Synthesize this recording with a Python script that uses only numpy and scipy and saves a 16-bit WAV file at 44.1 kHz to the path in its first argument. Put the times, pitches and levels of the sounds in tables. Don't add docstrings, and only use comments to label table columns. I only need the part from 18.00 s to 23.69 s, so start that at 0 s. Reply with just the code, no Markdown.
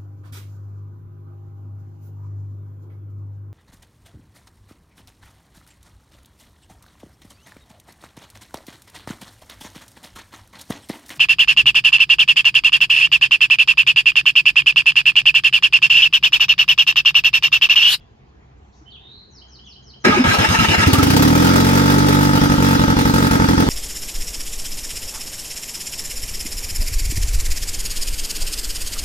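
import sys
import numpy as np
from scipy import signal
from scipy.fft import rfft, irfft, next_fast_len
from scipy.io import wavfile
from scipy.ndimage import uniform_filter1d

SR = 44100
rng = np.random.default_rng(int(sys.argv[2]) if len(sys.argv) > 2 else 0)


def pcm_store(signal):
    levels = np.round(np.clip(np.atleast_2d(signal), -1, 1) * 32767)
    wavfile.write(sys.argv[1], SR, levels.astype(np.int16).T)


def elevation(decibels):
    levels = np.asarray(decibels, float)
    return 10 ** (levels / 20)


N = 250929

# time in seconds, firing slots per second.
SHAFT_SPEED = [(2.287, 7.93), (2.4, 9.64), (2.78, 10.6), (2.84, 12.98), (2.97, 19.66), (3.13, 31.68),
               (3.32, 40.3), (3.44, 43.82), (3.8, 47.66), (4.0, 48.64), (4.5, 48.35), (4.65, 47.09),
               (4.95, 46.02), (5.1, 46.76), (5.25, 46.64), (5.6, 43.63), (5.69, 48.8)]
MISSES = [
    (65, 65, .55),
    (69, 77, .2),
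    (87, 103, .2),
    (107, 107, .6),
    (111, 127, .2),
    (128, 128, .45),
]
# level while cranking in dB, settled level in dB, surge adds in dB, settling adds in dB.
BLOW_LEVELS = (-26, -27.5, -3, 2)
PIPE_LEVELS = (-30, -23.5, 1, 3.5)
GAS_LEVELS = (-42, -37, 8, 2)
METAL_LEVELS = (-34, -24.5, 0.5, 4.5)
# frequency in Hz, width in Hz, level in dB.
PASSAGE_MODES = [(461, 47, -2.5), (582, 37, -5), (882.6, 46, 5), (1298, 68, 5.5), (1545, 120, -1),
                 (1880, 21, 0)]
# frequency in Hz, width in Hz, level in dB.
COWL_MODES = [(838, 183, -14), (1300, 127, -3), (1582, 34, 3.5), (1896, 210, -0.5), (2820, 180, -64),
              (3360, 100, -1), (4860, 60, -3), (5300, 120, -1.5), (6200, 100, -4.5)]
# frequency in Hz, density in dB per Hz.
GAS_COLOUR = [(300, 0.5), (1000, -3), (3000, -6), (6000, -9.5), (8000, -13), (13000, -13.5), (16000, -14.5)]
# frequency in Hz, density in dB per Hz.
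CLATTER_COLOUR = [(180, 19), (300, -2), (354, 9), (470, -4), (667, -17.5), (899, -15), (1120, -30),
                  (1320, -1.5), (1480, -24), (4900, -30), (16000, -56)]
# frequency in Hz, width in Hz, level in dB.
MESH_MODES = [(427, 120, -6), (880, 47, 2), (1290, 90, -13), (1700, 230, 0.5), (2720, 200, -1),
              (5120, 120, -16)]
# frequency in Hz, width in Hz, level in dB.
HOUSING_MODES = [(914, 77, -7), (1290, 63, 12), (1645, 56, 7.5), (1975, 74, 3.5), (2254, 140, -5),
                 (2824, 170, 2.5), (3720, 79, -9), (4015, 56, 4.5), (5160, 34, 5), (6410, 220, 4.5),
                 (8400, 190, -1), (8600, 75, -18.5)]
# frequency in Hz, density in dB per Hz.
GRIND_COLOUR = [(120, -10), (200, 0.5), (568, -10), (883, -9), (1120, -16), (2700, -9), (4510, -20),
                (5030, -16.5), (7670, -29.5), (12800, -32), (16000, -41)]
# start in seconds, level in dB, ring in Hz, length in seconds.
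PINION_KNOCKS = [(2.058, -7.5, 362, 0.025), (2.062, -8, 231, 0.021), (2.086, -5, 225, 0.0163),
                 (2.118, -11, 1237, 0.031), (2.165, -11.5, 366, 0.0244), (2.188, -5, 247, 0.035),
                 (2.246, -14, 172, 0.012), (2.3, -16.5, 1602, 0.032), (2.338, -16.5, 1290, 0.025),
                 (2.063, -16.5, 441, 0.053), (2.066, -24, 584, 0.031), (2.085, -18, 93, 0.031),
                 (2.126, -16.5, 838, 0.046), (2.946, -17.5, 1200, 0.022), (2.983, -17.5, 1300, 0.028)]
# time in seconds, pitch in Hz, level in dB.
OPENING_NOTES = [
    [(.57, 7140, -78), (.6, 7500, -80), (.72, 7360, -82)],
    [(.6, 5940, -87), (.7, 6100, -80)],
    [(.855, 3000, -59), (.88, 3060, -45.5), (.915, 3170, -54), (.92, 3150, -65)],
    [(.896, 3290, -60), (.906, 4590, -60), (.915, 4250, -52), (.925, 3600, -47.5), (.95, 3190, -43.5),
     (.975, 2380, -59)],
    [(.985, 3560, -57), (1.06, 3660, -52.5), (1.15, 4060, -49), (1.24, 4104, -55.5), (1.33, 4050, -74)],
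    [(1.635, 3320, -53), (1.66, 3500, -52), (1.675, 2990, -43), (1.71, 2320, -81)],
]
# time from its start in seconds, pitch in Hz, level in dB.
FALLING_NOTE = [(0, 6900, -69), (.03, 5920, -58), (.07, 5030, -50.5), (.095, 3850, -49), (.102, 3610, -56)]
# time from its start in seconds, pitch in Hz, level in dB.
LIFTING_NOTE = [(0.108, 2670, -65), (0.124, 3116, -45), (.15, 3200, -73), (0.221, 3270, -68)]
PHRASE_STARTS_S = [1.299, 1.471, 1.64, 1.818, 1.996]
# start in seconds, length in seconds, frequency in Hz, width in Hz, level in dB.
TWITTER = [
    (0, 0.021, 3150, 714, -54),
    (0.695, 0.14, 5800, 1500, -64),
    (0.712, 0.055, 4200, 1200, -63),
    (1.51, .015, 1700, 600, -63),
]
# frequency in Hz, density in dB per Hz.
YARD_COLOUR = [(12, -56), (20, -34), (54, 5.5), (76, 7), (97, -21), (133, -10), (162, -48), (198, -16.5),
               (293, -18), (414, -13), (570, -27.5), (729, -18.5), (7200, -46), (9360, -79), (15800, -120)]
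# frequency in Hz, width in Hz, level in dB.
MACHINE_HUM = [(63.7, 2.7, -53.5), (129.3, 2.4, -58), (205, 32, -60)]
# frequency in Hz, left-right likeness (0-1).
PORT_LIKENESS = [(60, 0.83), (130, 1), (290, 0.55), (640, 0.46), (1410, 0.61), (3100, 0.43), (6820, 0.15),
                 (15000, 0.18)]
# frequency in Hz, left minus right in dB.
PORT_BALANCE = [(60, -2), (130, 1), (290, -0.5), (640, 4), (1410, -1), (3100, -2.5), (6820, 4), (15000, 6)]
# frequency in Hz, lead of the left port in radians.
PORT_LEAD = [(60, 0.05), (200, 0.4), (430, 1.9), (1400, 2.29), (3000, 1.99), (15000, 1.87)]

FIRST_FIRING_SLOT = 6
CATCH_S, SURGE_S, SETTLE_S = 2.86, 0.28, 0.85
ENGAGE_S, STALL_S, RUNDOWN_S = 2.04, 2.24, 3.0


def evened(x):
    return x / np.sqrt(np.mean(x ** 2) + 1e-20)


def read(points, hz):
    f, value = np.transpose(points)
    return np.interp(np.log(hz + 1), np.log(f + 1), value)


def add(mix, start_s, sound):
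    part = mix[round(start_s * SR):][:len(sound)]
    part += sound[:len(part)]


def resonate(x, hz, width_hz):
    return signal.lfilter(*signal.iirpeak(hz, hz / width_hz, SR), x)


def ring(x, modes):
    return sum((-1) ** k * elevation(db) * resonate(x, hz, w) for k, (hz, w, db) in enumerate(modes))


def swing(t, delay_s, hz, t60_s):
    u = np.maximum(t - delay_s, 0)
    return -np.sin(2 * np.pi * hz * u) * elevation(-60 * u / t60_s)


def packet(t, start_s, length_s, hz):
    u = np.clip((t - start_s) / length_s, 0, 1)
    return np.sin(np.pi * u ** 1.2) ** 1.2 * np.sin(2 * np.pi * hz * (t - start_s))


def bump(t, at_s, width_s):
    return np.exp(-((t - at_s) / width_s) ** 2)


def noise(colour, patchy_db):
    hz = np.fft.rfftfreq(1024, 1 / SR)
    a, b, c, d, patches = rng.standard_normal((N // 256 + 5, 513, 5)).T
    patches = uniform_filter1d(patches, size=10, axis=0)
    patches = evened(uniform_filter1d(patches, size=8, axis=1))
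    same = np.clip(read(PORT_LIKENESS, hz), -1, 1)[:, None]
    left = a + 1j * b
    lag = np.exp(-1j * read(PORT_LEAD, hz))[:, None]
    right = same * left * lag + np.sqrt(1 - same ** 2) * (c + 1j * d)
    z = np.array([left, right]) * elevation(read(colour, hz)[:, None] + patchy_db * patches)
    return evened(signal.istft(z, nperseg=1024, noverlap=768)[1][:, :N])


def shed(x, t60_s, gap_s):
    t = np.arange(SR // 2) / SR
    tail = rng.standard_normal((2, len(t))) * elevation(-60 * t / t60_s) * (t > gap_s)
    tail = signal.lfilter(*signal.butter(2, 260, "high", fs=SR), tail / np.linalg.norm(tail[0]))
    return signal.fftconvolve(np.atleast_2d(x), tail, axes=1)[:, :N]


def slot_rate():
    s, rate = np.transpose(SHAFT_SPEED)
    return np.interp(np.arange(N) / SR, s, rate)


def shaft():
    return np.cumsum(slot_rate() * (np.arange(N) >= SHAFT_SPEED[0][0] * SR)) / SR


def firings():
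    at = np.flatnonzero(np.diff(np.floor(shaft()), prepend=0) > 0)
    at = np.r_[round(SHAFT_SPEED[0][0] * SR), at]
    luck = rng.standard_normal((len(at), 3))
    share = np.ones(len(at))
    for first, last, part in MISSES:
        share[first:last + 1:4] = part
    share[1:] *= elevation(1.5 * (2.0 - share[:-1]))
    fired = np.arange(len(at)) >= FIRST_FIRING_SLOT
    slow = 46 / slot_rate()[at]
    return at, fired, share, slow, luck


def engine_levels():
    since = np.arange(N) / SR - CATCH_S
    surge, settle = np.exp(-(since / SURGE_S) ** 4), np.exp(-since.clip(0) / SETTLE_S)
    blow_db, pipe_db, gas_db, metal_db = (
        np.where(since < 0, crank, run + a * surge + b * settle)
        for crank, run, a, b in (BLOW_LEVELS, PIPE_LEVELS, GAS_LEVELS, METAL_LEVELS))
    tuned = bump(slot_rate(), 38, 7)
    return blow_db, pipe_db + 3 * tuned, gas_db, metal_db


def engine():
    at, fired, share, slow, luck = firings()
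    blow_db, pipe_db, gas_db, metal_db = engine_levels()
    lead, t = 600, np.arange(3500) / SR
    u = t - lead / SR + np.array([[0], [-.0005]])
    power = fired * share

    def played(size, shape):
        train = np.zeros(N + lead)
        train[at - lead] = size
        return signal.oaconvolve(train[None], np.atleast_2d(shape), axes=1)[:, :N]

    blow = swing(u, -.0016, 160, .035) - .8 * bump(u, 0, .0006)
    blow = blow + .4 * bump(u, -.003, .001)
    chuff = swing(u, -0.0057, 107.3, 0.13) + 1.14 * bump(u, -0.012, 0.0017)
    out = elevation(blow_db + 19.5) * (played(power * elevation(.6 * luck[:, 0]), blow) + played(0.69 * ~fired, chuff))
    missed = 0.29 * fired * np.maximum(1 - share, 0)
    out += elevation(blow_db + 42) * played(missed, swing(u, 0.02314, 72, 0.019))
    out += elevation(blow_db + 3.0) * played(power * slow ** 2.25, swing(u, -0.0018, 92, 0.085))
    swells = bump(u, -0.0036, 0.00061) + 1.2 * bump(u, .0045, 0.0012) + .6 * bump(u, 0, 0.00084)
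    out += elevation(blow_db + 17) * played(fired * (slow - 1).clip(0, .9), swells)

    pipe = np.array([packet(u[0], .0025, 0.014, 273), 1.165 * packet(u[1], 0.0028, 0.022, 279)])
    out += elevation(pipe_db + 10) * played(fired * share ** .6 * elevation(.7 * luck[:, 1]), pipe)
    turn = (-1.) ** np.arange(len(at))
    unequal = packet(u, 0.00576, 0.018, 272.5) + 0.35 * packet(u, 0.00364, 0.013, 503)
    out += elevation(pipe_db + 2) * played(power * turn, unequal)
    out += elevation(pipe_db - 3) * played(power, swing(u, 0.01779, 253, 0.12))
    out += elevation(pipe_db + 7.0) * played(fired * (slow - 1).clip(0, .7), packet(u, 0.01654, 0.034, 258.6))

    front = bump(u[0], np.array([[-.0015], [-.0012]]), .00008)
    fronts = played(power / slow ** .4 * elevation(1.1 * luck[:, 0]), front)
    out += elevation(-23.5) * evened(ring(fronts, PASSAGE_MODES))

    tick = rng.standard_normal((2, len(t))) * elevation(-60 * abs(u) / 0.09)
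    ticks = played(power * elevation(2.5 * luck[:, 1]), tick)
    out += elevation(metal_db - 9.0) * evened(ring(ticks, COWL_MODES))

    uneven_db = -4 * turn * np.clip(1 - (np.arange(len(at)) - 6) / 25, .2, 1)
    puff = (u > -.003) * elevation(-60 * np.maximum(u - .004, 0) / 0.086)
    gas = noise(GAS_COLOUR, patchy_db=2.0)
    gate = played(power * elevation(uneven_db + 3.9 * luck[:, 2]), puff)
    slots = shaft()
    out += elevation(gas_db + 8.5) * gas * (gate + 0.076 * (slots > 0))

    rattle = noise(CLATTER_COLOUR, patchy_db=2.5)
    rattle = rattle - .55 * signal.lfilter(*signal.butter(1, 1500, fs=SR), rattle)
    rattle = signal.lfilter(*signal.butter(3, 620, "high", fs=SR), rattle)
    metal = evened(rattle + 1.63 * ring(rattle, COWL_MODES))
    out += elevation(metal_db - 2.5) * metal * (1.15 + 0.43 * gate) * (slots > FIRST_FIRING_SLOT)
    return out


def starter_drive():
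    t = np.arange(N) / SR
    on, down = (t - ENGAGE_S).clip(0), (t - RUNDOWN_S).clip(0)
    attack_s, jolt_s, sag_s = 0.011, 0.024, 0.022
    level_db = -20 + 8.5 * np.exp(-(on - attack_s).clip(0) / jolt_s) - 30 * (1 - on / attack_s).clip(0)
    level_db = level_db - 13.5 * (t < STALL_S) * np.exp(-(STALL_S - t).clip(0) / sag_s)
    level_db = level_db - 10 * ((t - CATCH_S) / 0.037).clip(0, 1) - 280 * down
    teeth_per_slot, free_hz, first_heave_hz = 87, 878, 445.6
    turning_hz = np.minimum(teeth_per_slot * slot_rate(), free_hz) - 1800 * down
    mesh_hz = np.where(t < STALL_S, first_heave_hz, turning_hz.clip(100))
    dull = 0.29
    return level_db, mesh_hz, dull + (1 - dull) * ((t - STALL_S) / 0.066).clip(0, 1)


def starter():
    level_db, mesh_hz, bright = starter_drive()
    stroke = (shaft() + 0.15) % 1
    load = elevation(-2.5 - 7.7 * stroke ** 4.6)
    spring = bump(stroke, .65, 0.075)
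    teeth = np.cumsum(mesh_hz * (1 + .05 * np.cos(2 * np.pi * (stroke - .7)))) / SR
    clicks = (np.diff(np.floor(teeth), prepend=0) > 0) * elevation(2.2 * rng.standard_normal(N))
    whine = evened(ring(clicks, MESH_MODES)) * np.array([[1], [.4]])
    grind = noise(GRIND_COLOUR, patchy_db=2.5)
    grind = evened(ring(grind, HOUSING_MODES)) * 3.21 + 2.64 * grind
    dull = signal.lfilter(*signal.butter(1, 3000, fs=SR), grind)
    gears = load * (dull + np.clip(bright, 0, 1) * (grind - dull)) * (1 + 0.44 * spring)
    gears = gears + (0.12 + 1.68 * spring * np.clip(mesh_hz / 880, 0, 1) ** 4) * whine
    running = np.arange(N) > ENGAGE_S * SR
    return elevation(level_db - 3.0) * gears * running + pinion()


def pinion():
    knocks = np.zeros(N)
    for s, db, hz, length_s in PINION_KNOCKS:
        add(knocks, s, elevation(db) * packet(np.arange(0, length_s, 1 / SR), 0, length_s, hz))
    return knocks + .5 * shed(knocks, 0.1, 0.00034)


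def birds():
    song = np.zeros(N)
    flutter = evened(signal.lfilter(*signal.butter(3, 260, fs=SR), rng.standard_normal(SR)))
    phrases = [np.add(note, [s, 0, 0]) for s in PHRASE_STARTS_S for note in (FALLING_NOTE, LIFTING_NOTE)]
    for note in OPENING_NOTES + phrases:
        s, hz, db = np.transpose(note)
        t = np.arange(s[0], s[-1], 1 / SR)
        rasp = .25 + .55 * min(len(t) / SR / .25, 1) ** 2
        tone = np.sin(2 * np.pi * np.cumsum(np.interp(t, s, hz)) / SR) * elevation(np.interp(t, s, db) + 4.0)
        add(song, s[0], tone * (1 + rasp * flutter[:len(t)]) * signal.windows.tukey(len(t), .2))
    for s, length_s, hz, width_hz, db in TWITTER:
        fuzz = rng.standard_normal(round(length_s * SR))
        fuzz = resonate(resonate(fuzz, hz, width_hz), hz, width_hz)
        add(song, s, elevation(db) * evened(fuzz) * np.hanning(len(fuzz)))
    return 0.61 * song + 1.06 * shed(song, 0.46, 0.00077)


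def yard():
    hum = sum(elevation(db) * evened(resonate(rng.standard_normal(N), hz, w)) for hz, w, db in MACHINE_HUM)
    add(hum, .805, elevation(-45) * packet(np.arange(0, .05, 1 / SR), 0, 0.032, 310))
    return elevation(-50.5) * noise(YARD_COLOUR, patchy_db=-2.5) + hum


def scene():
    motor = engine() + starter()
    room = elevation(-16) * shed(motor, .25, .008)
    far = signal.sosfilt(signal.butter(12, 7300, fs=SR, output="sos"), birds() + yard())
    return motor + room + far


def low_pass(x):
    return signal.sosfilt(signal.butter(12, 16120, fs=SR, output="sos"), x)


def record(dry):
    size = next_fast_len(N)
    hz = np.fft.rfftfreq(size, 1 / SR)
    lean_db = read(PORT_BALANCE, hz) / 2
    bass_cut = hz ** 3 / np.hypot(hz ** 3, 50.5 ** 3)
    ports = irfft(rfft(dry, size) * elevation([lean_db, -lean_db]) * bass_cut, size)[:, :N]
    ports = ports + elevation(-91) * rng.standard_normal((2, N))
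    limited = 1.05 * np.tanh(ports / 1.05)
    limited = signal.sosfiltfilt(signal.butter(10, 16200, fs=SR, output="sos"), limited)
    return low_pass(limited)


dry = scene()
out = record(dry)
pcm_store(out)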